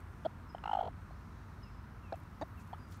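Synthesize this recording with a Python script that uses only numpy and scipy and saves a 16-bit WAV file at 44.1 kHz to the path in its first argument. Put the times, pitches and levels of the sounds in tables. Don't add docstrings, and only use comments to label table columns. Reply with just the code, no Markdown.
import sys
import numpy as np
from scipy import signal
from scipy.fft import rfft, irfft
from scipy.io import wavfile

SR = 44100
rng = np.random.default_rng(int(sys.argv[2]) if len(sys.argv) > 2 else 0)


def invert_db(level):
    return 10 ** (np.asarray(level, dtype=float) / 20)


def waveform_to_disk(signal):
    frames = np.transpose(np.atleast_2d(signal))
    scaled = np.clip(frames, -1, 1) * 32767
    samples = np.round(scaled).astype(np.int16)
    wavfile.write(sys.argv[1], SR, samples)


N = 132300


def rms_one(x):
    return x / np.sqrt(np.mean(x ** 2) + 1e-24)


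def resonate(x, hz, width):
    r = np.exp(-np.pi * max(width, 5) / SR)
    feedback = [1, -2 * r * np.cos(2 * np.pi * hz / SR), r * r]
    return signal.lfilter([(1 - r * r) / 2, 0, (r * r - 1) / 2], feedback, x + 1e-18)


def band_pass(x, low_hz, high_hz):
    return signal.sosfilt(signal.butter(2, (low_hz, high_hz), "band", fs=SR, output="sos"), x)


def hump(x, rise=0.5):
    x = np.clip(x, 0, 1)
    return np.sin(np.pi / 2 * np.where(x < rise, x / rise, (1 - x) / (1 - rise))) ** 2


def add(out, start_s, x):
    i = max(int(start_s * SR), 0)
    out[i:i + len(x)] += x[:N - i]


def drift(rate):
    return np.interp(np.arange(N) * rate / SR, np.arange(200), rng.standard_normal(200))


def coloured(spectrum, patchy_db):
    hz, db = np.transpose(spectrum)
    f = np.arange(N // 2 + 1) * SR / N + 0.00092
    shaped = rfft(rng.standard_normal(N)) * invert_db(np.interp(np.log(f), np.log(hz), db, left=-90))
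    third = 3 * np.log2(f)
    out = np.zeros(N)
    for k in range(int(3 * np.log2(hz[0])) - 1, int(3 * np.log2(hz[-1])) + 2):
        band = irfft(shaped * np.maximum(1 - abs(third - k), 0), N)
        out += band * invert_db(patchy_db * drift(8.66))
    return rms_one(out)


# (pitch_hz, level_db per Hz)
RUMBLE = [(19, -43.5), (33, -20), (49, -1), (70, -2), (114, -6.5), (238, -12.5), (281, -17.5), (305, -18.5),
          (550, -32.5), (720, -61), (1210, -120)]
# (pitch_hz, level_db per Hz)
ROAD = [(320, -9), (550, -8.5), (817, -5.5), (983, -0.5), (1100, -2), (1380, -2), (1500, -5), (3170, -22.5),
        (4500, -25.5), (5850, -85), (9900, -120)]
# (pitch_hz, level_db per Hz)
HISS = [(2650, -40.5), (4500, -7), (4990, -1.5), (5620, -1), (7470, -6.5), (9520, -4.5), (10300, -11),
        (11600, -6), (15500, -10)]
# (time_s, level_db)
LEAVES = [(.9, -90), (1.2, -81), (1.5, -80.5), (1.9, -84)]
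RUMBLE_DB, ROAD_DB, HISS_DB = -51, -60, -78.5
HUM_HZ, HUM_WIDTH_HZ, HUM_DB = 91.9, 9.5, -57.5


def floor():
    hum = resonate(rng.standard_normal(N), HUM_HZ, HUM_WIDTH_HZ)
    hum = rms_one(resonate(hum, HUM_HZ, HUM_WIDTH_HZ))
    leaves = rms_one(band_pass(rng.standard_normal(N), 3620, 6200))
    breeze = invert_db(np.interp(np.arange(N) / SR, *np.transpose(LEAVES)))
    out = invert_db(RUMBLE_DB) * coloured(RUMBLE, patchy_db=-1.5)
    out += invert_db(HUM_DB) * hum
    out += invert_db(ROAD_DB) * coloured(ROAD, patchy_db=0.6)
    out += invert_db(HISS_DB) * coloured(HISS, patchy_db=-1.6)
    return out + breeze * leaves


# (centre_s, length_s, level_db, low_edge_hz, high_edge_hz)
RUSTLES = [(.005, 0.0089, -66.5, 3000, 16000), (0.24, 0.015, -72, 3000, 5200),
           (2.158, 0.004, -66, 3000, 10100), (2.175, 0.11, -77, 9900, 16000),
           (2.65, .9, -81.5, 7000, 16200), (2.202, .004, -69, 8000, 16000), (2.236, .004, -70, 3000, 14000),
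           (2.482, .006, -71, 14000, 16000), (2.588, 0.11, -78, 10000, 15900),
           (2.611, .06, -71, 3880, 8700), (2.676, 0.012, -70.5, 4000, 16000),
           (2.696, .03, -81, 11000, 16000), (2.784, .006, -71, 4500, 9000), (2.887, .004, -68, 6960, 16000),
           (2.922, 0.057, -70, 8000, 15900), (2.939, 0.18, -71, 2900, 8700),
           (2.925, 0.015, -61, 2780, 6770), (2.944, .012, -64, 3000, 7000),
           (2.963, 0.015, -76, 5000, 16000), (2.972, 0.007, -68.5, 11000, 16000),
           (2.996, 0.0046, -71, 8000, 16000), (2.172, .06, -53, 64.4, 162), (2.215, 0.0222, -55, 80, 200)]
GRAINS_PER_S, GRAIN_SPREAD_DB = 10000, 2.2


def grass():
    out = np.zeros(N)
    for centre, length, db, low, high in RUSTLES:
        draw = rng.random((3, 40000))
        clicks = (draw[0] < GRAINS_PER_S / SR) * np.sign(draw[1] - 0.5)
        clicks = clicks * invert_db(-GRAIN_SPREAD_DB * np.log(draw[2] + 0.00081))
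        rustle = rms_one(band_pass(clicks, low, high))
        add(out, centre - length / 2, invert_db(db) * rustle * hump(np.arange(40000) / SR / length))
    return out


# (start_s, length_s, start_pitch_hz, end_pitch_hz, level_db)
CHIPS = [
    (.489, 0.03, 5400, 5060, -67),
    (1.629, 0.019, 5520, 5034, -62),
]
# (start_s, length_s, start_pitch_hz, end_pitch_hz, level_db)
WHISTLES = [
    (1.62, 0.073, 3020, 2570, -70.5),
    (2.03, 0.12, 2794, 2260, -68.5),
    (2.135, 0.024, 2720, 2555, -66),
    (2.572, 0.03, 2790, 2520, -66.5),
    (2.788, 0.095, 4900, 4850, -74.5),
    (1.1, 0.056, 4250, 4150, -81),
    (1.3, 0.15, 4050, 3750, -82),
]
TREES_T60_S = 0.93
FLUTTER_S = 0.008


def birds(notes, echo_db, bend, flutter_db):
    out, t = np.zeros(N), np.arange(6000) / SR
    for start, length, first_hz, last_hz, db in notes:
        hz = last_hz + (first_hz - last_hz) * np.clip(1 - t / length, 0, 1) ** bend
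        waver = invert_db(flutter_db * np.interp(t / FLUTTER_S, np.arange(20), rng.standard_normal(20)))
        waver = waver / np.sqrt(np.mean(waver[t < length] ** 2))
        shape = waver * hump(t / length, rise=0.28) ** 0.15
        add(out, start, invert_db(db + 1.5) * shape * np.sin(2 * np.pi * np.cumsum(hz) / SR))
    lag = np.arange(SR // 2) / SR
    trees = rng.standard_normal(len(lag)) * invert_db(-60 * lag / TREES_T60_S) * (lag > 0.012)
    echo = signal.fftconvolve(out, trees / np.sqrt(np.sum(trees ** 2)))[:N]
    return out + invert_db(echo_db) * echo


# (start_s, length_s, level_db, first_pulse_rate_hz, last_pulse_rate_hz)
CLUCKS = [
    (.2486, 0.0169, -27.5, 293.6, 340),
    (2.1222, 0.0077, -30.5, 273, 296),
    (2.1253, 0.0044, -48, 303, 301),
    (2.4118, 0.0175, -30, 247.3, 340),
    (2.7288, 0.009, -51.5, 200.4, 200.7),
    (2.735, .014, -51, 416, 435),
    (.8025, 0.0063, -39, 480, 500),
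]
# (pitch_hz, width_hz, level_db)
TRACTS = [
    [(340, 335, 5.5), (670, 150, 8.5), (1357, 72, -13.5), (3280, 190, -14.5), (4160, 410, -19.5),
     (8000, 2400, -24)],
    [(328, 330, -4), (700, 210, 0.5), (1560, 150, -17), (2430, 300, -28), (4500, 670, -40),
     (7400, 1500, -44)],
    [(2530, 350, -11), (4030, 430, 5), (5250, 93, -3.5), (6600, 440, -9), (8450, 900, -11)],
    [(290, 132, 3.5), (700, 210, 12.5), (1060, 220, -3), (1730, 110, -7), (2700, 450, -24),
     (3750, 96, -10.5), (4620, 130, -20), (6500, 480, -17), (8340, 150, -30)],
    [(1900, 280, -7), (2400, 160, -9), (3240, 170, -5), (4300, 89, -16)],
    [(1250, 300, 9), (3150, 280, 1), (4370, 97, -12)],
    [(500, 190, 0), (900, 270, 3), (1460, 400, -8), (3180, 160, -4), (4200, 370, -17.5)],
]
# (start_s, length_s, level_db, first_pulse_rate_hz, last_pulse_rate_hz)
SLIPS = [
    (.831, 0.0082, -37, 470, 480),
    (.851, 0.0094, -35.5, 434, 480),
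    (.873, 0.0065, -34, 443, 480),
]
# (pitch_hz, width_hz, level_db)
SLIP_TRACT = [(480, 390, 7), (970, 420, 1), (1460, 450, -25), (3130, 340, -14.5), (4250, 280, -24)]
CLUCK_JITTER, CLUCK_RASP = 0.02, 0.2


def clucks(calls, tracts):
    out, t = np.zeros(N), np.arange(3000) / SR
    for (start, length, db, first_hz, last_hz), tract in zip(calls, tracts):
        draw = rng.standard_normal((2, len(t)))
        rate = first_hz + (last_hz - first_hz) * np.clip(t / length, 0, 1)
        rate = rate * (1 + CLUCK_JITTER * np.repeat(draw[0, :30], 100))
        phase = np.cumsum(rate) / SR + 0.65
        pulses = np.diff(np.floor(phase), prepend=0) * hump(t / length, rise=0.47) ** 0.13
        puffs = CLUCK_RASP * draw[1] * np.exp(-4 * (phase % 1))
        puffs = puffs * hump(t / length, rise=0.12) ** 0.12
        voice = np.zeros(len(t))
        for k, (hz, width, gain_db) in enumerate(tract):
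            source = pulses + puffs * min(hz / 3000, 1)
            ring = resonate(resonate(source, hz, width * 1.94), hz, width * 1.82)
            voice += (-1) ** k * invert_db(gain_db) * 300 / width * ring
        add(out, start, -invert_db(db) * voice / abs(voice).max())
    return out


# (centre_s, level_db, throat_pitch_hz, rasp_db, length_s)
THROBS = [(0.5492, -31, 715, -13.5, 0.0034), (0.5827, -50, 730, 6, 0.005),
          (0.6388, -38.5, 833, 3.5, 0.0058), (0.658, -29, 820, -6.5, 0.01),
          (0.677, -31.5, 850, -4.5, 0.0087), (0.6955, -28, 823, -8, .011), (0.7149, -27.5, 856, -9.5, .012),
          (0.734, -22, 796, -13, 0.013), (0.753, -23.5, 784, -15, .015), (0.7728, -24.5, 768, -16, 0.014),
          (0.792, -24.5, 698, -15.5, .016), (0.812, -24, 774, -18.5, .014), (0.8285, -30.5, 700, -18, .011),
          (0.8447, -33.5, 706, -12, .012), (0.866, -33, 678, -23, .011), (0.8845, -33.5, 720, -24, .012),
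          (1.11, -46, 684, -25, 0.007), (2.132, -33, 688, -35, .012), (2.142, -36, 680, -21, .014),
          (2.432, -34.5, 687, -38, 0.017), (0.2633, -28.5, 670, -42, .012),
          (2.7315, -37, 737, -30, 0.00827), (2.7358, -35, 880, -22, .007), (2.747, -48, 1240, -30, .012)]
# (pitch_hz, width_hz, level_db)
PIPE = [
    (1300, 192, 11),
    (2130, 120, -12.5),
    (2830, 175, 3.5),
    (4140, 200, -14.5),
    (5200, 280, -19.5),
    (6300, 930, -25),
    (8060, 260, -23),
    (480, 290, 2),
]
# (time_s, share of pitch)
SAG = [(.56, -0.3), (.64, 0.32), (.72, .25), (.735, -0.14), (.815, -.04), (.83, .3), (.89, 0.029),
       (2.2, 0.12), (2.7, 0.1)]
BEAK_S, BEAK_SHIFT = (0.49, 0.633, 0.78), (1.16, 0.99, 1.11)
SWELL_S, THROB_RISE = (0.94, 0.735), (0.31, 0.5)
RASP_LAG_S, RASP_SHARE = (0.00164, 0.0035), 0.844
RASP_PER_S = 900
RING_DOWN_S = 0.001975


def trill():
    out, t = np.zeros(N), np.arange(1800) / SR
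    for centre, db, throat_hz, rasp_db, length in THROBS:
        draw = rng.random((3, len(t)))
        rise = np.interp(centre, SWELL_S, THROB_RISE)
        sag = np.interp(centre, *np.transpose(SAG))
        hz = throat_hz * (1 + sag * (0.5 - t / length))
        swing = hump(t / length, rise) ** 4 * np.sin(2 * np.pi * np.cumsum(hz) / SR)
        swing = resonate(swing, throat_hz, 1 / (np.pi * RING_DOWN_S))

        slaps = ((draw[0] < RASP_PER_S / SR) + 0.13) * (draw[1] - 0.5)
        slaps = slaps * hump(t / length / RASP_SHARE, rise=0.42) ** 0.2
        slaps[30] = 0.32
        slaps = np.roll(slaps, int(np.interp(centre, SWELL_S, RASP_LAG_S) * SR))
        rasp = np.zeros(len(t))
        for k, (pipe_hz, width, gain_db) in enumerate(PIPE):
            if k == 2:
                pipe_hz = pipe_hz * np.interp(centre, BEAK_S, BEAK_SHIFT)
            ring = resonate(resonate(slaps, pipe_hz, width * 1.3), pipe_hz, width * 3.1)
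            rasp += (-1) ** k * invert_db(gain_db) * ring / np.sqrt(width)

        throb = swing / abs(swing).max() + invert_db(rasp_db) * rasp / abs(rasp).max()
        add(out, centre - length * rise - RING_DOWN_S / 2, invert_db(db) * throb)
    return out


def scene():
    far_birds = birds(CHIPS, echo_db=-4, bend=4.0, flutter_db=2.5)
    far_birds += birds(WHISTLES, echo_db=-7, bend=1.15, flutter_db=3)
    hen = clucks(CLUCKS, TRACTS) + clucks(SLIPS, [SLIP_TRACT] * len(SLIPS)) + trill()
    return (floor() + grass() + far_birds + hen)[None]


def top_cut(x):
    return signal.sosfilt(signal.butter(12, 15620, fs=SR, output="sos"), x)


def record(dry):
    spectrum = rfft(dry)
    hz = np.arange(spectrum.shape[-1]) * SR / N
    mix = irfft(spectrum * (hz < 15740), N)
    return top_cut(mix)


dry = scene()
out = record(dry)
waveform_to_disk(out)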